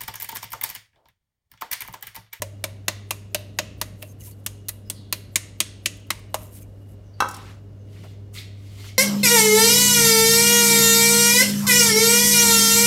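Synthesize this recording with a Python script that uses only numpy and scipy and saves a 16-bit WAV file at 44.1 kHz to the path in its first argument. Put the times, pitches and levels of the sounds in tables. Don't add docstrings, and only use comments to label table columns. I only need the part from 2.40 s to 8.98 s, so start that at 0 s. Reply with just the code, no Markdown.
import sys
import numpy as np
from scipy import signal
from scipy.fft import rfft, irfft, next_fast_len
from scipy.io import wavfile
from scipy.ndimage import uniform_filter1d, map_coordinates

SR = 44100
rng = np.random.default_rng(int(sys.argv[2]) if len(sys.argv) > 2 else 0)


def linear_from_db(decibels):
    return 10 ** (np.asarray(decibels, float) / 20)


def transcribe(signal):
    frames = np.atleast_2d(signal).T
    limited = np.clip(frames, -1, 1)
    pcm = np.round(limited * 32767).astype(np.int16)
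    wavfile.write(sys.argv[1], SR, pcm)


N = 290178

# start in seconds, peak in dB, snap in dB, fizz in dB, rim note in Hz.
KNOCKS = [(0.0204, -27, 0, 1.5, 2100), (0.2402, -23, -5, -1.5, 2300), (0.482, -16, -6.5, -6, 2000),
          (0.7078, -23.5, -1, 2, 2600), (0.9466, -18.5, -8, -1.5, 2840), (1.1881, -17, -6.5, -8.5, 2750),
          (1.4143, -23, -3, 1, 2000), (1.6255, -36.5, -17, 2, 2700), (2.0632, -28.5, 3, 5, 2950),
          (2.2904, -31.5, -3, 10, 3800), (2.4998, -29.5, 4, 6, 3260), (2.7262, -19.5, -7.5, 3, 4040),
          (2.9578, -17, 3, -1.5, 2200), (3.2035, -14.5, -0.5, -6.5, 3250), (3.4591, -17.5, 0, -6, 2870),
          (3.7045, -19, -4.5, -4, 2150), (3.9433, -26.5, 0.5, 3, 2800)]
# time in seconds, hoop boom of a loose grip in dB, slap of a flat palm in dB.
GRIP = [(0, 0, -6.5), (.48, -13.5, -11), (.71, -13, -5), (.95, -7, -14.5), (1.41, -13, -7.5),
        (1.62, -3, -11), (2.06, -25, -10.5), (2.5, -16, -11.5), (2.96, -24, -18.5), (3.46, -23, -29),
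        (3.72, -22, -7), (3.94, 0.5, 6)]
# time in seconds, peak in dB.
JOINT_HITS = [
    (1.6207, -46.5),
    (2.2845, -34),
    (3.4571, -39),
]
# frequency in Hz, width in Hz, level in dB.
RIM_MODES = [(2000, 47, 5.5), (2420, 32, 8), (2727, 62, 1.5), (3250, 1600, -12.5), (3720, 760, 0),
             (4540, 67, -25.5), (5600, 100, -6.5), (6420, 970, 3.5), (6300, 89, -5), (7200, 650, -0.5),
             (8590, 1600, 8.5)]
# frequency in Hz, width in Hz, level in dB.
HOOP_MODES = [(553, 11, -6), (600, 36, -0.5), (623, 7.9, -2), (620, 370, -17.5)]
# start in seconds, body in dB, crack in dB, crack centre in Hz.
CONTACTS = [
    (4.803, -17, -19, 5340),
    (4.8216, -20, -34, 4000),
    (4.835, -30.5, -47, 3950),
    (4.845, -30, -61, 6000),
    (4.858, -35.5, -52, 5000),
    (4.8859, -52, -30.5, 8330),
    (4.91, -47, -34, 8940),
    (4.942, -61, -33, 7430),
    (4.965, -49, -38, 9100),
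]
FREE_HZ = [542, 794, 866, 969, 1042, 1097, 1172, 1208, 1273, 1341, 1405, 1548, 1725, 2260, 2660, 3300, 3910,
           4330, 5590, 6700]
# strength in dB, t60 in seconds.
FREE_RING = [(-15, 0.11), (-8.5, 0.04), (-27, 0.12), (1.5, 0.17), (-8, 0.16), (-18, 0.2), (-5, 0.22),
             (-5, 0.14), (0, 0.15), (0.5, 0.17), (-18, 0.31), (0, 0.095), (-27.5, 0.36), (-11, 0.053),
             (0.5, 0.13), (-2.5, 0.083), (-7, 0.073), (-31, 0.037), (-34, 0.14), (-21, .08)]
# start in seconds, hold in seconds, level in dB, onset in dB per second.
DRAGS = [
    (4.94, 0.17, -49, 250),
    (4.79, 0.0092, -60, 730),
]
# frequency in Hz, level in dB per Hz.
GRIT_COLOUR = [(350, -14), (600, -5), (906, -7.5), (997, 1.5), (1590, -5), (1960, -4.5), (4280, -10),
               (16000, -27.5)]
# start in seconds, hold in seconds, level in dB, onset in dB per second.
FINGER_STROKES = [
    (1.58, 0.044, -61, 897),
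    (1.64, 0.082, -55, 498),
    (1.808, 0.11, -48.5, 1002),
    (1.865, 0.0088, -61.5, 398),
    (1.985, .02, -68, 400),
    (3.99, 0.087, -52.5, 501),
    (4.165, 0.016, -45, 282.5),
    (4.215, 0.016, -53.5, 298.5),
    (4.29, .14, -73, 300),
    (4.5, .035, -65, 300.5),
]
# frequency in Hz, level in dB per Hz.
SLIDE_COLOUR = [(500, -39), (900, -17.5), (2000, -11), (4500, -15.5), (6400, -10), (8800, -3), (11600, 0),
                (14400, -3), (16000, -5.5)]
# start in seconds, frequency in Hz, width in Hz, length in seconds, level in dB.
SQUEAKS_TICKS_BUMPS = [(1.629, 2770, 90, 0.039, -55), (1.685, 6400, 91, 0.039, -56.5), (1.707, 8700, 201, 0.011, -61),
                       (1.799, 6300, 89, 0.061, -57), (1.804, 2870, 70, 0.016, -50.5), (1.82, 2030, 69.5, 0.02, -62),
                       (1.871, 964, 40, 0.029, -57), (1.874, 2370, 69.3, .03, -62), (1.908, 4470, 80, 0.029, -60),
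                       (3.57, 13020, 6000, .008, -55), (3.6, 13000, 5000, .006, -62), (3.666, 11400, 7000, .012, -60),
                       (3.792, 14100, 3990, .008, -56), (3.9, 14000, 4000, .008, -65), (4.169, 2996, 2500, 0.031, -58),
                       (4.22, 2375, 69.8, 0.035, -64.5), (4.223, 6360, 150.6, .02, -58.5),
                       (5.555, 2000, 200, 0.037, -55.5), (5.634, 600, 201.6, 0.038, -47),
                       (5.636, 1600, 1797, 0.022, -53), (6.439, 1270, 250, 0.033, -48)]
# start in seconds, hold in seconds, level in dB, onset in dB per second, weight in dB.
PALM_STROKES = [
    (5.526, 0.19, -60, 249, -6.5),
    (5.942, .056, -41.5, 1499.5, -19.5),
    (6.247, 0.035, -63, 120, -19),
    (6.38, 0.037, -57.5, 204, -9),
    (6.46, 0.029, -47.5, 99, -13),
]
# frequency in Hz, level in dB per Hz.
SKIN_COLOUR = [(940, -52), (1600, -13.5), (2100, 3.5), (2570, -4), (3200, -2.5), (9150, -18.5),
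               (10400, -21.5), (11500, -20), (16000, -24.5)]
# time in seconds, hum in dB.
HUM_LOAD = [(0, -39), (1.2, -42), (2.6, -42.5), (3.6, -43.5), (4.9, -42), (5.6, -40), (6.58, -37.5)]
# multiple of 100 Hz, level in dB.
OVERTONES = [(2.038, -19.5), (2.9, -18.5), (4.048, -20.5)]
# frequency in Hz, width in Hz, level in dB.
WHINE = [(2870, 15, -74.5)]
# frequency in Hz, level in dB per Hz.
AIR_COLOUR = [(20, -19.5), (40, -15.5), (53, -5), (75, -11), (120, -11), (200, -13), (340, -22), (600, -24),
              (800, -35), (1300, -40), (2500, -46.5), (5500, -50), (10000, -57.5), (16000, -59)]
# start in seconds, length in seconds, start pitch in Hz, end pitch in Hz, level in dB.
PEEPS = [
    (2.441, .05, 5200, 5030, -64.5),
    (2.524, 0.094, 4840, 3780, -55.5),
    (2.555, 0.15, 3540, 3310, -65),
    (4.62, 0.12, 6300, 5400, -72),
    (4.723, 0.045, 4670, 4540, -61),
    (5.38, 0.055, 6490, 6150, -72.5),
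]
# frequency in Hz, t60 in seconds.
TILES_T60 = [(300, 0.95), (1000, 0.49), (3000, 0.61), (7000, 0.45), (15000, 0.23)]

THUD_DB, THUD_DB_PER_DB, USUAL_KNOCK_DB = -31, 0.95, -23.5
RIM_NOTE_DB, EDGE_HZ, EDGE_DB = 8, 6680, 6.5
DRAG_LIFT_DB_PER_S, FINGER_LIFT_DB_PER_S, PALM_LIFT_DB_PER_S = 210, 910, 520
DRY_EDGE_DB = -5.5
MAINS_HZ = 49.95
RUMBLE_DB, RUMBLE_SWAY_DB = -49.5, -2
BLUR_HZ, BLUR_HZ_PER_GLIDE_HZ = 80, 0.36


def unit(x):
    return x / np.sqrt(np.mean(x ** 2) + 1e-20)


def along(points, hz):
    f, v = np.transpose(points)
    return np.interp(np.log(hz + 1), np.log(f + 1), v)


def curves(rows):
    s, *cols = np.transpose(rows)
    return [np.interp(np.arange(N) / SR, s, c) for c in cols]


def wobble(knots_per_s):
    knots = rng.standard_normal(int(N * knots_per_s / SR) + 4)
    return map_coordinates(knots, [np.arange(N) * knots_per_s / SR])


def filtered(x, response):
    m = next_fast_len(len(x) + 8192)
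    return irfft(rfft(x, m) * response(np.fft.rfftfreq(m, 1 / SR)), m)[:len(x)]


def resonance(f, hz, width_hz):
    return 1j * f * width_hz / (hz * hz - f * f + 1j * f * width_hz)


def even(response):
    return response / np.sqrt(np.mean(abs(response) ** 2))


def hiss(gain, grain_db=0, patchy_db=0):
    z = signal.stft(rng.standard_normal(N) * linear_from_db(grain_db * wobble(400)), nperseg=256)[2]
    field = uniform_filter1d(rng.standard_normal(z.shape), size=6, axis=0)
    field = uniform_filter1d(field, size=7, axis=1)
    patchy = signal.istft(z * linear_from_db(patchy_db * unit(field)), nperseg=256)[1][:N]
    return unit(filtered(patchy, gain))


def tone(hz, width_hz):
    return unit(filtered(rng.standard_normal(N), lambda f: resonance(f, hz, width_hz)))


def strokes(rows, lift_db_per_s):
    t = np.arange(0, N, 32) / SR
    gain = 0
    for s, hold_s, db, onset in rows:
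        before_s, after_s = np.maximum(s - t, 0), np.maximum(t - s - hold_s, 0)
        gain = gain + linear_from_db(db - onset * before_s - lift_db_per_s * after_s)
    return np.interp(np.arange(N) / SR, t, gain)


def kitchen(x, wet_db):
    hz, t, z = signal.stft(rng.standard_normal(SR // 2), SR, nperseg=256)
    tail = signal.istft(z * linear_from_db(-60 * t / along(TILES_T60, hz)[:, None]), SR, nperseg=256)[1]
    tail = np.pad(tail / np.linalg.norm(tail), (150, 0))
    return linear_from_db(wet_db) * signal.fftconvolve(x, tail)[:len(x)]


def add(out, s, x):
    part = out[round(s * SR):][:len(x)]
    part += x[:len(part)]


def struck_metal(note_hz, slap_db, snap_db):
    spread_db = rng.normal(0, 3.5, len(RIM_MODES))
    modes = [(hz, width_hz, (-1) ** k * linear_from_db(db + d))
             for k, ((hz, width_hz, db), d) in enumerate(zip(RIM_MODES, spread_db))]

    def rim(f, low_hz, high_hz):
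        return sum(g * resonance(f, hz, w) for hz, w, g in modes if low_hz < hz < high_hz)

    def metal(f):
        note = linear_from_db(RIM_NOTE_DB) * resonance(f, note_hz, 280)
        clack = even(rim(f, 0, 4800) + linear_from_db(6) * resonance(f, 2580, 3000) ** 2 + note)
        edge = linear_from_db(EDGE_DB) * resonance(f, EDGE_HZ, 600)
        snap = even(rim(f, 4800, SR) + linear_from_db(8.0) * resonance(f, 6840, 3000) ** 2 + edge)
        slap = even(resonance(f, 1001, 400) ** 2)
        return clack - linear_from_db(slap_db) * slap - linear_from_db(snap_db) * snap
    return metal


def hoop(f):
    return sum(linear_from_db(db) * resonance(f, hz, w) for hz, w, db in HOOP_MODES) * resonance(f, 500, 590)


def palm_knocks():
    out, lumps, t = np.zeros(N), np.zeros(N), np.arange(SR // 6) / SR
    rise = 1 - np.exp(-t / 0.00033)
    fall = (linear_from_db(-60 * t / 0.028) + linear_from_db(-10.5 - 60 * t / 0.087)) * rise
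    spark = (linear_from_db(-60 * t / 0.016) + linear_from_db(-16.5 - 60 * t / 0.061)) * rise
    thud = linear_from_db(-60 * t / 0.053) * (np.sin(2 * np.pi * 190 * t) + np.sin(2 * np.pi * 330 * t))
    thud = thud * (1 - np.exp(-t / 0.0073))
    loose_db, flat_db = curves(GRIP)
    for s, db, snap_db, fizz_db, note_hz in KNOCKS:
        boom_db, slap_db = loose_db[round(s * SR)], flat_db[round(s * SR)]
        thud_db = THUD_DB + THUD_DB_PER_DB * (db - USUAL_KNOCK_DB)
        metal = struck_metal(note_hz, slap_db, snap_db)
        fizz = lambda f: linear_from_db(fizz_db) * even(resonance(f, 11670, 7700) ** 2)
        force = linear_from_db(-16) * unit(rng.standard_normal(len(t)) * fall)
        dust = linear_from_db(-16) * unit(rng.standard_normal(len(t)) * spark)
        near = filtered(force, metal) + filtered(dust, fizz)
        impulse = np.linalg.norm(force) * (t == 0)
        around = filtered(impulse + 0.21 * force, lambda f: metal(f) + fizz(f))
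        boom = unit(filtered(force, hoop))
        low = linear_from_db(db + boom_db - 12.5) * boom + linear_from_db(thud_db - 1) * thud
        add(out, s - .0005, linear_from_db(db) * near + low)
        for early_s, early_db in JOINT_HITS:
            if 0 < s - early_s < .01:
                add(out, early_s, linear_from_db(early_db) * (filtered(dust, metal) + filtered(force, fizz)))
        add(out, s, kitchen(np.pad(linear_from_db(db) * around + low, (0, SR // 4)), wet_db=-17.5))
        hop = np.exp(-((t - .05) / .008) ** 2)
        add(lumps, s, linear_from_db(db + fizz_db - 43.5 + rng.normal(0, 3)) * hop)
        skid = np.linspace(0, 1, round(0.064 * SR))
        add(lumps, max(s - .05, 0), linear_from_db(-58 + rng.normal(0, 2.5)) * skid)
    return out + lumps * hiss(lambda f: resonance(f, 11000, 14000) ** 2, grain_db=3.0, patchy_db=8.5)


def free_sieve():
    place_db = rng.normal(0, 5.4, len(FREE_RING))

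    def body(f):
        total = linear_from_db(3.5) * resonance(f, 1140, 670)
        for k, (hz, (db, t60_s), p) in enumerate(zip(FREE_HZ, FREE_RING, place_db)):
            mode = resonance(f, hz, (1.9 + hz / 1500) / t60_s) / t60_s ** .5
            total = total + (-1) ** k * linear_from_db(db + p) * mode
        return total
    return body


def landing():
    out, t = np.zeros(N), np.arange(SR * 2 // 5) / SR
    for s, body_db, crack_db, crack_hz in CONTACTS:
        contact_s = .0001 if s == CONTACTS[0][0] else .0002
        chatter = linear_from_db(-19.5 - 60 * t / 0.044) * rng.standard_normal(len(t))
        knock = np.exp(-((t - .0012) / contact_s) ** 2) + chatter
        ring = linear_from_db(-13.5) * unit(filtered(knock, free_sieve()))
        crack = rng.standard_normal(len(t)) * linear_from_db(-60 * t / 0.041) * (1 - np.exp(-t / 0.00085))
        edge = lambda f: linear_from_db(5) * (resonance(f, 5590, 254.3) - resonance(f, 6640, 270))
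        crack = filtered(crack, lambda f: resonance(f, crack_hz, 9000) ** 2 + edge(f))
        thud = np.sin(2 * np.pi * 300 * t) * linear_from_db(-3.5 - 60 * t / 0.007)
        blow = linear_from_db(body_db) * (ring + thud) + linear_from_db(crack_db + 3.5) * crack
        add(out, s, blow + kitchen(blow, wet_db=-11))
    grit = hiss(lambda f: linear_from_db(along(GRIT_COLOUR, f)), grain_db=-0.5, patchy_db=2.0)
    return out + strokes(DRAGS, DRAG_LIFT_DB_PER_S) * grit


def fingers():
    def sing(f):
        rim = sum(abs(resonance(f, hz * k, 45 * k)) for hz, _, _ in RIM_MODES for k in (1, 2))
        return 1 + linear_from_db(2.0) * rim

    slide = hiss(lambda f: linear_from_db(along(SLIDE_COLOUR, f)) * sing(f), grain_db=3, patchy_db=1.5)
    out = strokes(FINGER_STROKES, FINGER_LIFT_DB_PER_S) * linear_from_db(2.0 * wobble(40)) * slide
    out = out + kitchen(out, wet_db=-15.5)
    for s, hz, width_hz, length_s, db in SQUEAKS_TICKS_BUMPS:
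        u = np.linspace(0, 1, round(length_s * SR))
        rough = filtered(rng.standard_normal(len(u)), lambda f: resonance(f, hz, width_hz))
        add(out, s, linear_from_db(db - 5.7 * u) * np.minimum(8 * u, 1) * unit(rough))
    return out


def hands():
    skin = lambda f: linear_from_db(along(SKIN_COLOUR, f))
    rub = hiss(lambda f: skin(f) * abs(resonance(f, 4500, 4954)), grain_db=1.2, patchy_db=2.2)
    dry_edge = hiss(lambda f: skin(f) / np.hypot(1, (7000 / (f + 1)) ** 4), grain_db=-0.5, patchy_db=1)
    weight = hiss(lambda f: resonance(f, 1330, 1030) ** 2, grain_db=1.5, patchy_db=5.0)
    light = strokes([row[:4] for row in PALM_STROKES], PALM_LIFT_DB_PER_S)
    heavy_rows = [(s, hold_s, db + weight_db, onset) for s, hold_s, db, onset, weight_db in PALM_STROKES]
    heavy = strokes(heavy_rows, PALM_LIFT_DB_PER_S)
    late = uniform_filter1d(light, size=1300, origin=640)
    out = late * rub + light * linear_from_db(DRY_EDGE_DB) * dry_edge + heavy * weight
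    out = linear_from_db(0.7 * wobble(30)) * out
    return out + kitchen(out, wet_db=-5.5)


def appliance():
    db, = curves(HUM_LOAD)
    phase = 2 * np.pi * 2 * MAINS_HZ * np.arange(N) / SR + .06 * wobble(34)
    hum = np.sqrt(2) * linear_from_db(db + 0.45 * wobble(12)) * np.sin(phase)
    fuzz = sum(linear_from_db(g - 42.0) * tone(100 * k, width_hz=4.1) for k, g in OVERTONES)
    whine = sum(linear_from_db(g + 2.2 * wobble(6.4)) * tone(hz, w) for hz, w, g in WHINE)
    notch = lambda f: 1 - 0.15 * abs(resonance(f, 100, 24)) ** 2
    air = filtered(rng.standard_normal(N), lambda f: linear_from_db(along(AIR_COLOUR, f)) * notch(f))
    low = filtered(air, lambda f: 1 / (1 + (f / 600) ** 4))
    rumble_db = RUMBLE_DB + RUMBLE_SWAY_DB * wobble(1.5) + 0.61 * wobble(4.39)
    return hum + fuzz + whine + linear_from_db(rumble_db) * unit(low) + linear_from_db(-63.5) * unit(air - low)


def birds():
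    out = np.zeros(N)
    for s, length_s, from_hz, to_hz, db in PEEPS:
        blur_hz = BLUR_HZ + BLUR_HZ_PER_GLIDE_HZ * abs(from_hz - to_hz)
        u = np.linspace(0, 1, round(length_s * SR))
        blur = unit(filtered(rng.standard_normal(len(u)), lambda f: 1 / (1 + (f / blur_hz) ** 2)))
        whistle = np.sin(2 * np.pi * np.cumsum(from_hz + (to_hz - from_hz) * u) / SR)
        add(out, s, linear_from_db(db) * blur * np.sin(np.pi * u) * whistle)
    return out + kitchen(out, wet_db=1.5)


def scene():
    return (palm_knocks() + landing() + fingers() + hands() + appliance() + birds())[None]


def low_pass(x):
    return signal.sosfilt(signal.butter(12, 15800, fs=SR, output="sos"), x)


def record(dry):
    band = lambda f: 1 / np.sqrt((1 + (f / 15750) ** 90) * (1 + (35 / (f + 1)) ** 8))
    passed = filtered(dry[0], band)
    passed = passed / (1 + abs(passed / .9) ** 4) ** (1 / 4)
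    return low_pass(passed[None])


dry = scene()
out = record(dry)
transcribe(out)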